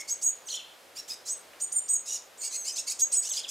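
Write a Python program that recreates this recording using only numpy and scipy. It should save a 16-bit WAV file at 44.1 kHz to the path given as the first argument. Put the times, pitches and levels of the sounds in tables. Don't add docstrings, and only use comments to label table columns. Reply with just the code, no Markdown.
import sys
import numpy as np
from scipy import signal
from scipy.fft import rfft, irfft
from scipy.io import wavfile

SR = 44100
rng = np.random.default_rng(int(sys.argv[2]) if len(sys.argv) > 2 else 0)


def makeup_ratio(level_db):
    decades = np.asarray(level_db, float) / 20
    return 10 ** decades


def store_wav(level_fs):
    pcm = np.round(np.clip(np.atleast_2d(level_fs), -1, 1) * 32767)
    wavfile.write(sys.argv[1], SR, pcm.T.astype(np.int16))


N = 154350

# pitch_hz [Hz], gain_db [dB]
THROAT_GAIN = [(1200,-47),(2000,-34),(2800,-21),(4200,-13),(5500,-5),(6300,-1),(6750,3),(7250,-1),(9000,-5.5),(10500,-14),(15500,-21.5)]
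FLUTTER_DB = 4.5
UPPER_JITTER = 0.018


def rms_one(x):
    return x / np.sqrt(np.mean(x ** 2) + 1e-20)


def at_hz(points, hz):
    p = np.array(points, float)
    return np.interp(np.log(np.maximum(hz, 1)), np.log(p[:, 0]), p[:, 1])


def drift(hz):
    r = np.exp(-2 * np.pi * hz / SR)
    settle = 2000
    noise = rng.standard_normal(N + settle)
    return rms_one(signal.lfilter([1], [1, -2 * r, r * r], noise)[settle:])


def coloured(points):
    gain = makeup_ratio(at_hz(points, np.fft.rfftfreq(N, 1 / SR)))
    return rms_one(irfft(rfft(rng.standard_normal(N)) * gain, N))


def note(rows):
    edge_s = 0.005
    s, *columns = np.transpose(rows)
    first = max(int((s[0] - edge_s) * SR), 0)
    last = min(int((s[-1] + edge_s) * SR), N)
    t = np.arange(first, last) / SR
    gate = np.clip(np.minimum(t - s[0], s[-1] - t) / edge_s + 1, 0, 1)
    span = (t * SR + 0.5).astype(int)
    return span, gate, [np.interp(t, s, c) for c in columns]


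def phase(hz):
    return 2 * np.pi * np.cumsum(hz) / SR


def hum():
    # pitch_hz [Hz], relative_level_db [dB]
    colour = [(25,-55),(50,-16.5),(180,-15),(560,0),(850,-4.5),(3500,-10.5),(8000,-16),(13000,-19.5),(15800,-25.5)]
    # pitch_hz [Hz], likeness [0 to 1]
    likeness = [(60,1),(1000,0.6),(10000,1)]
    level_db, sway_db, sway_hz = -54, 0.5, 1.0
    hz = np.fft.rfftfreq(N, 1 / SR)
    alike = np.clip(at_hz(likeness, hz), 0, 1)
    mid, side = rfft(rng.standard_normal((2, N))) * makeup_ratio(at_hz(colour, hz))
    both = irfft(np.sqrt(1 + alike) * mid + np.sqrt(1 - alike) * side * [[1], [-1]], N)
    ear_mean_rms = np.sqrt(np.mean(both.mean(axis=0) ** 2))
    return makeup_ratio(level_db + sway_db * drift(sway_hz)) * both / ear_mean_rms


def echoes(x, t60_s):
    level_db, side_db, fade_in_s, cut_hz = -5, -13.5, 0.0037, 9800
    t = np.arange(int(SR * 0.6)) / SR
    fade = makeup_ratio(-60 * t / t60_s) * np.clip(t / fade_in_s, 0, 1)
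    tails = rng.standard_normal((2, len(t))) * fade
    dull = signal.sosfilt(signal.butter(2, cut_hz, fs=SR, output="sos"), x)
    mid, side = [signal.fftconvolve(dull, h / np.sqrt(np.sum(h ** 2)))[:N] for h in tails]
    return makeup_ratio(level_db) * (mid + makeup_ratio(side_db) * side * [[1], [-1]])


def tick():
    start_s, t60_s, centre_hz = 1.533, 0.033, 1870
    noise_db = -34.5
    t = np.arange(N) / SR - start_s
    burst = rng.standard_normal(N) * (t > 0) * makeup_ratio(noise_db - 60 * np.abs(t) / t60_s)
    octave = [centre_hz / np.sqrt(2), centre_hz * np.sqrt(2)]
    return signal.sosfilt(signal.butter(2, octave, "band", fs=SR, output="sos"), burst)


def warble():
    # time_s [s], pitch_hz [Hz], level_db [dB rms], both before shake and flutter
    notes = [
        [(0,2130,-48),(.035,2220,-52)],
        [(.488,2905,-50.5),(.503,4400,-42),(.516,4050,-44),(.535,2970,-44.5)],
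        [(.543,3000,-41),(.562,3990,-47),(.582,3114,-44.5),(.603,2700,-50.5)],
        [(3.308,3670,-46),(3.325,2640,-53.5)],
        [(3.374,3516,-34),(3.392,2620,-54)],
        [(3.437,3970,-45.5),(3.448,3260,-35),(3.462,2360,-57.5)],
    ]
    out, shake, flutter = np.zeros(N), drift(400), drift(166)
    for rows in notes:
        i, gate, (hz, db) = note(rows)
        tone = np.sin(phase(hz * (1 + UPPER_JITTER * shake[i])))
        out[i] += gate * np.sqrt(2) * makeup_ratio(db + FLUTTER_DB * flutter[i]) * tone
    return out


def hoarse():
    # [dB, before shake, throat and flutter]
    calls = [
        [(0,2765,3710,-48),(.014,2720,3220,-43.5)],
        [(.488,3450,4010,-48),(.515,2952,3920,-45.5),(.555,2870,4010,-45.5),(.568,2560,3870,-49)],
        [(.95,2250,2690,-61),(.965,2270,2950,-43),(.99,2870,4050,-41.5),(1.005,2625,3880,-46)],
        [(1.082,1766,2900,-43),(1.105,2597,3726,-39.5),(1.125,2437,3870,-40),(1.142,2920,3660,-45.5)],
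        [(2.06,2500,3835,-48.5),(2.1,2907,3835,-42.5),(2.155,2887,3890,-42),(2.178,2350,3740,-48.5)],
        [(2.41,2096,2470,-48.5),(2.44,2260,2750,-39),(2.48,2300,2940,-44.5)],
        [(2.51,2020,2392,-47.5),(2.545,2113,2507,-36),(2.566,2140,2760,-39.5)],
        [(2.648,2070,2600,-42.5),(2.688,2510,3080,-34.5),(2.714,2570,3130,-45)],
        [(2.758,1867,2484,-43),(2.787,2686,3900,-36),(2.815,2720,4010,-47)],
        [(2.865,2078,2656,-49),(2.882,2278,2610,-32),(2.897,2240,2730,-40)],
        [(2.9,1927,6600,-34.5),(2.925,2683,12900,-36)],
        [(3.13,2070,2690,-41),(3.162,2750,3530,-40.5)],
        [(3.228,2260,2700,-43.5),(3.28,3110,4320,-40.5)],
        [(3.335,2098,3000,-37),(3.358,1793,2900,-41),(3.372,2443,3046,-38),(3.386,2530,2980,-36.5),(3.402,2174,2710,-37)],
        [(3.482,2510,3300,-49),(3.5,2600,3510,-39.5)],
    ]
    rasp_levels = [3, 2, -5, -7, 3, 0, 0, -1, 2, -2, -1, -3, 1, -1, 3]
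    partials = [(1, 0), (0, 1), (2, 0), (1, 1), (3, 0), (2, 1), (4, 0)]
    partial_levels = [7, 2.5, 4.5, -1, -6, -11.5, -5]
    thin_calls = (2, 3)
    # pitch_hz [Hz], relative_level_db [dB]
    airy_colour = [(3000, -12), (5000, 3), (15000, -6)]
    lower_jitter, thin_sums_db, rasp_flutter_share = 0.013, -10, 0.5
    out = np.zeros(N)
    rasp = coloured(THROAT_GAIN) * makeup_ratio(rasp_flutter_share * FLUTTER_DB * drift(75))
    lower_shake, upper_shake = drift(430), drift(173)
    flutters = [drift(165) for _ in partials]
    airy = coloured(airy_colour)
    for call, (rows, rasp_db) in enumerate(zip(calls, rasp_levels)):
        i, gate, (hz1, hz2, db) = note(rows)
        thin = call in thin_calls
        a = phase(hz1 * (1 + lower_jitter * lower_shake[i]))
        b = phase(hz2 * (1 + UPPER_JITTER * upper_shake[i]))
        tone = np.zeros(len(i))
        for (m, n), partial_db, flutter in zip(partials, partial_levels, flutters):
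            weaker_db = thin_sums_db * (m * n > 0 and thin)
            throat_db = at_hz(THROAT_GAIN, m * hz1 + n * hz2)
            level = makeup_ratio(partial_db + weaker_db + throat_db + FLUTTER_DB * flutter[i])
            tone += level * np.sin(m * a + n * b)
        breath = (airy if thin else rasp)[i]
        out[i] += gate * (np.sqrt(2) * makeup_ratio(db) * tone + makeup_ratio(db + rasp_db) * breath)
    return out


def whistles():
    # time_s [s], lower_hz [Hz], lower_db [dB rms], upper_hz [Hz], upper_db [dB rms],
    # pitches before shake and levels before flutter
    calls = [
        [(.108,6500,-29,7450,-46),(.126,6700,-29,7830,-32),(.14,6340,-39,8200,-44)],
        [(.232,6640,-34,8000,-32),(.242,6840,-30,8140,-32.5),(.265,6575,-24.5,8000,-33.5),(.29,6750,-26.5,8220,-39),(.305,6760,-35,8170,-38)],
        [(.46,6670,-67,8250,-64),(.474,6200,-41,8430,-47)],
        [(1.296,5840,-35.5,7600,-37),(1.31,6730,-33.5,8075,-33),(1.335,6460,-37.5,8115,-32.5)],
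        [(1.612,6400,-39,8300,-41),(1.622,6980,-31,8440,-28.5),(1.638,6990,-34,8700,-33),(1.65,6760,-36.5,8300,-32)],
        [(1.727,6780,-36,8770,-27.5),(1.736,7130,-39,9140,-39),(1.758,7080,-42,8890,-32.5),(1.768,7230,-31,8700,-22.5),(1.793,7040,-28.5,8510,-28)],
        [(1.893,6750,-32,8310,-30.5),(1.945,6840,-27,8090,-26.5),(1.965,6580,-26,7990,-39)],
        [(2.385,7060,-54,8330,-51),(2.4,7150,-46,8360,-49),(2.435,6830,-41.5,8160,-38),(2.485,6580,-40,7900,-39.5)],
        [(2.562,6700,-43,8110,-37),(2.586,6550,-38.5,7960,-40.5),(2.645,6200,-43,7880,-54)],
        [(2.722,6200,-44,8040,-40),(2.746,6230,-37,8300,-56)],
        [(3.012,6540,-37,7700,-49),(3.021,6613,-20,7500,-43),(3.04,6630,-22,7880,-31)],
        [(3.128,6750,-38,8290,-27),(3.142,6900,-31,8130,-23),(3.16,7090,-39,8180,-32),(3.172,6790,-24.5,7960,-23.5),(3.205,6780,-38,8030,-32)],
        [(3.297,6400,-37,7830,-41),(3.305,6480,-34.5,7850,-40),(3.325,6220,-33.5,7640,-32.5)],
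    ]
    glide_steps = [.02, .012, .003, .026, .008, .008, .008, .008, .004, .004, .014, .007, .006]
    glide_rasps = [-37.5, -39, -52, -39, -40.5, -58, -45, -54, -62, -55, -29.5, -35, -33.5]
    mixes = [(-1, 2), (2, 0), (1, 1)]
    mix_levels = [-31.5, -33, -36]
    falling = (2, 12)
    jitter, flutter_db, steady_rasp_db = 0.005, 0.3 * FLUTTER_DB, -31
    glide_share, glide_loss_db = 0.31, 15.5
    fall_s, fall_share = 0.017, 0.43
    mix_follows = 0.68

    def moved(row, later_s, pitch_share, loss_db):
        return row * [1, pitch_share, 1, pitch_share, 1] + [later_s, 0, -loss_db, 0, -loss_db]

    out, rasp = np.zeros(N), coloured(THROAT_GAIN)
    lower_shake, upper_shake = drift(174), drift(170)
    lower_flutter, upper_flutter = drift(51), drift(71)
    for call, (rows, up, rasp_db) in enumerate(zip(calls, glide_steps, glide_rasps)):
        rows = np.array(rows, float)
        first, last = rows[0], rows[-1]
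        glide = [moved(first, -2 * up, 1 - glide_share, glide_loss_db + 20),
                 moved(first, -up, 1 - glide_share, glide_loss_db),
                 moved(first, -up / 2, 1 - glide_share / 3, glide_loss_db / 2)]
        fall = []
        if call in falling:
            fall = [moved(last, 0.49 * fall_s, 0.9, 3), moved(last, fall_s, 1 - fall_share, 12)]
        i, gate, (hz1, db1, hz2, db2) = note(np.vstack(glide + [rows] + fall))
        a = phase(hz1 * (1 + jitter * lower_shake[i]))
        b = phase(hz2 * (1 + jitter * upper_shake[i]))
        db1 = db1 + flutter_db * lower_flutter[i]
        db2 = db2 + flutter_db * upper_flutter[i]
        tone = makeup_ratio(db1) * np.sin(a) + makeup_ratio(db2) * np.sin(b)
        for (m, n), mix_db in zip(mixes, mix_levels):
            voices_db = (abs(m) * db1 + abs(n) * db2) / (abs(m) + abs(n))
            tone += makeup_ratio(mix_follows * voices_db + mix_db) * np.sin(m * a + n * b)
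        swell = np.sin(np.pi * np.clip((i / SR - first[0] + 1.74 * up) / (2.46 * up), 0, 1))
        rasp_level = makeup_ratio(rasp_db) * swell + makeup_ratio(np.maximum(db1, db2) + steady_rasp_db)
        out[i] += gate * (np.sqrt(2) * tone + rasp[i] * rasp_level)
    return out


def scene():
    pan_db, far_echo_db = 0.75, 3
    near = whistles() + hoarse()
    far = warble() + tick()
    near_sound = near * makeup_ratio([[-pan_db], [pan_db]]) + echoes(near, t60_s=0.26)
    far_sound = far + makeup_ratio(far_echo_db) * echoes(far, t60_s=0.49)
    return near_sound + far_sound + hum()


def top_cut(x):
    return signal.sosfilt(signal.butter(12, 15910, fs=SR, output="sos"), x)


def record(dry):
    low_pass = signal.butter(10, 15400, fs=SR, output="sos")
    mix = signal.sosfilt(low_pass, dry)
    return top_cut(mix)


dry = scene()
out = record(dry)
store_wav(out)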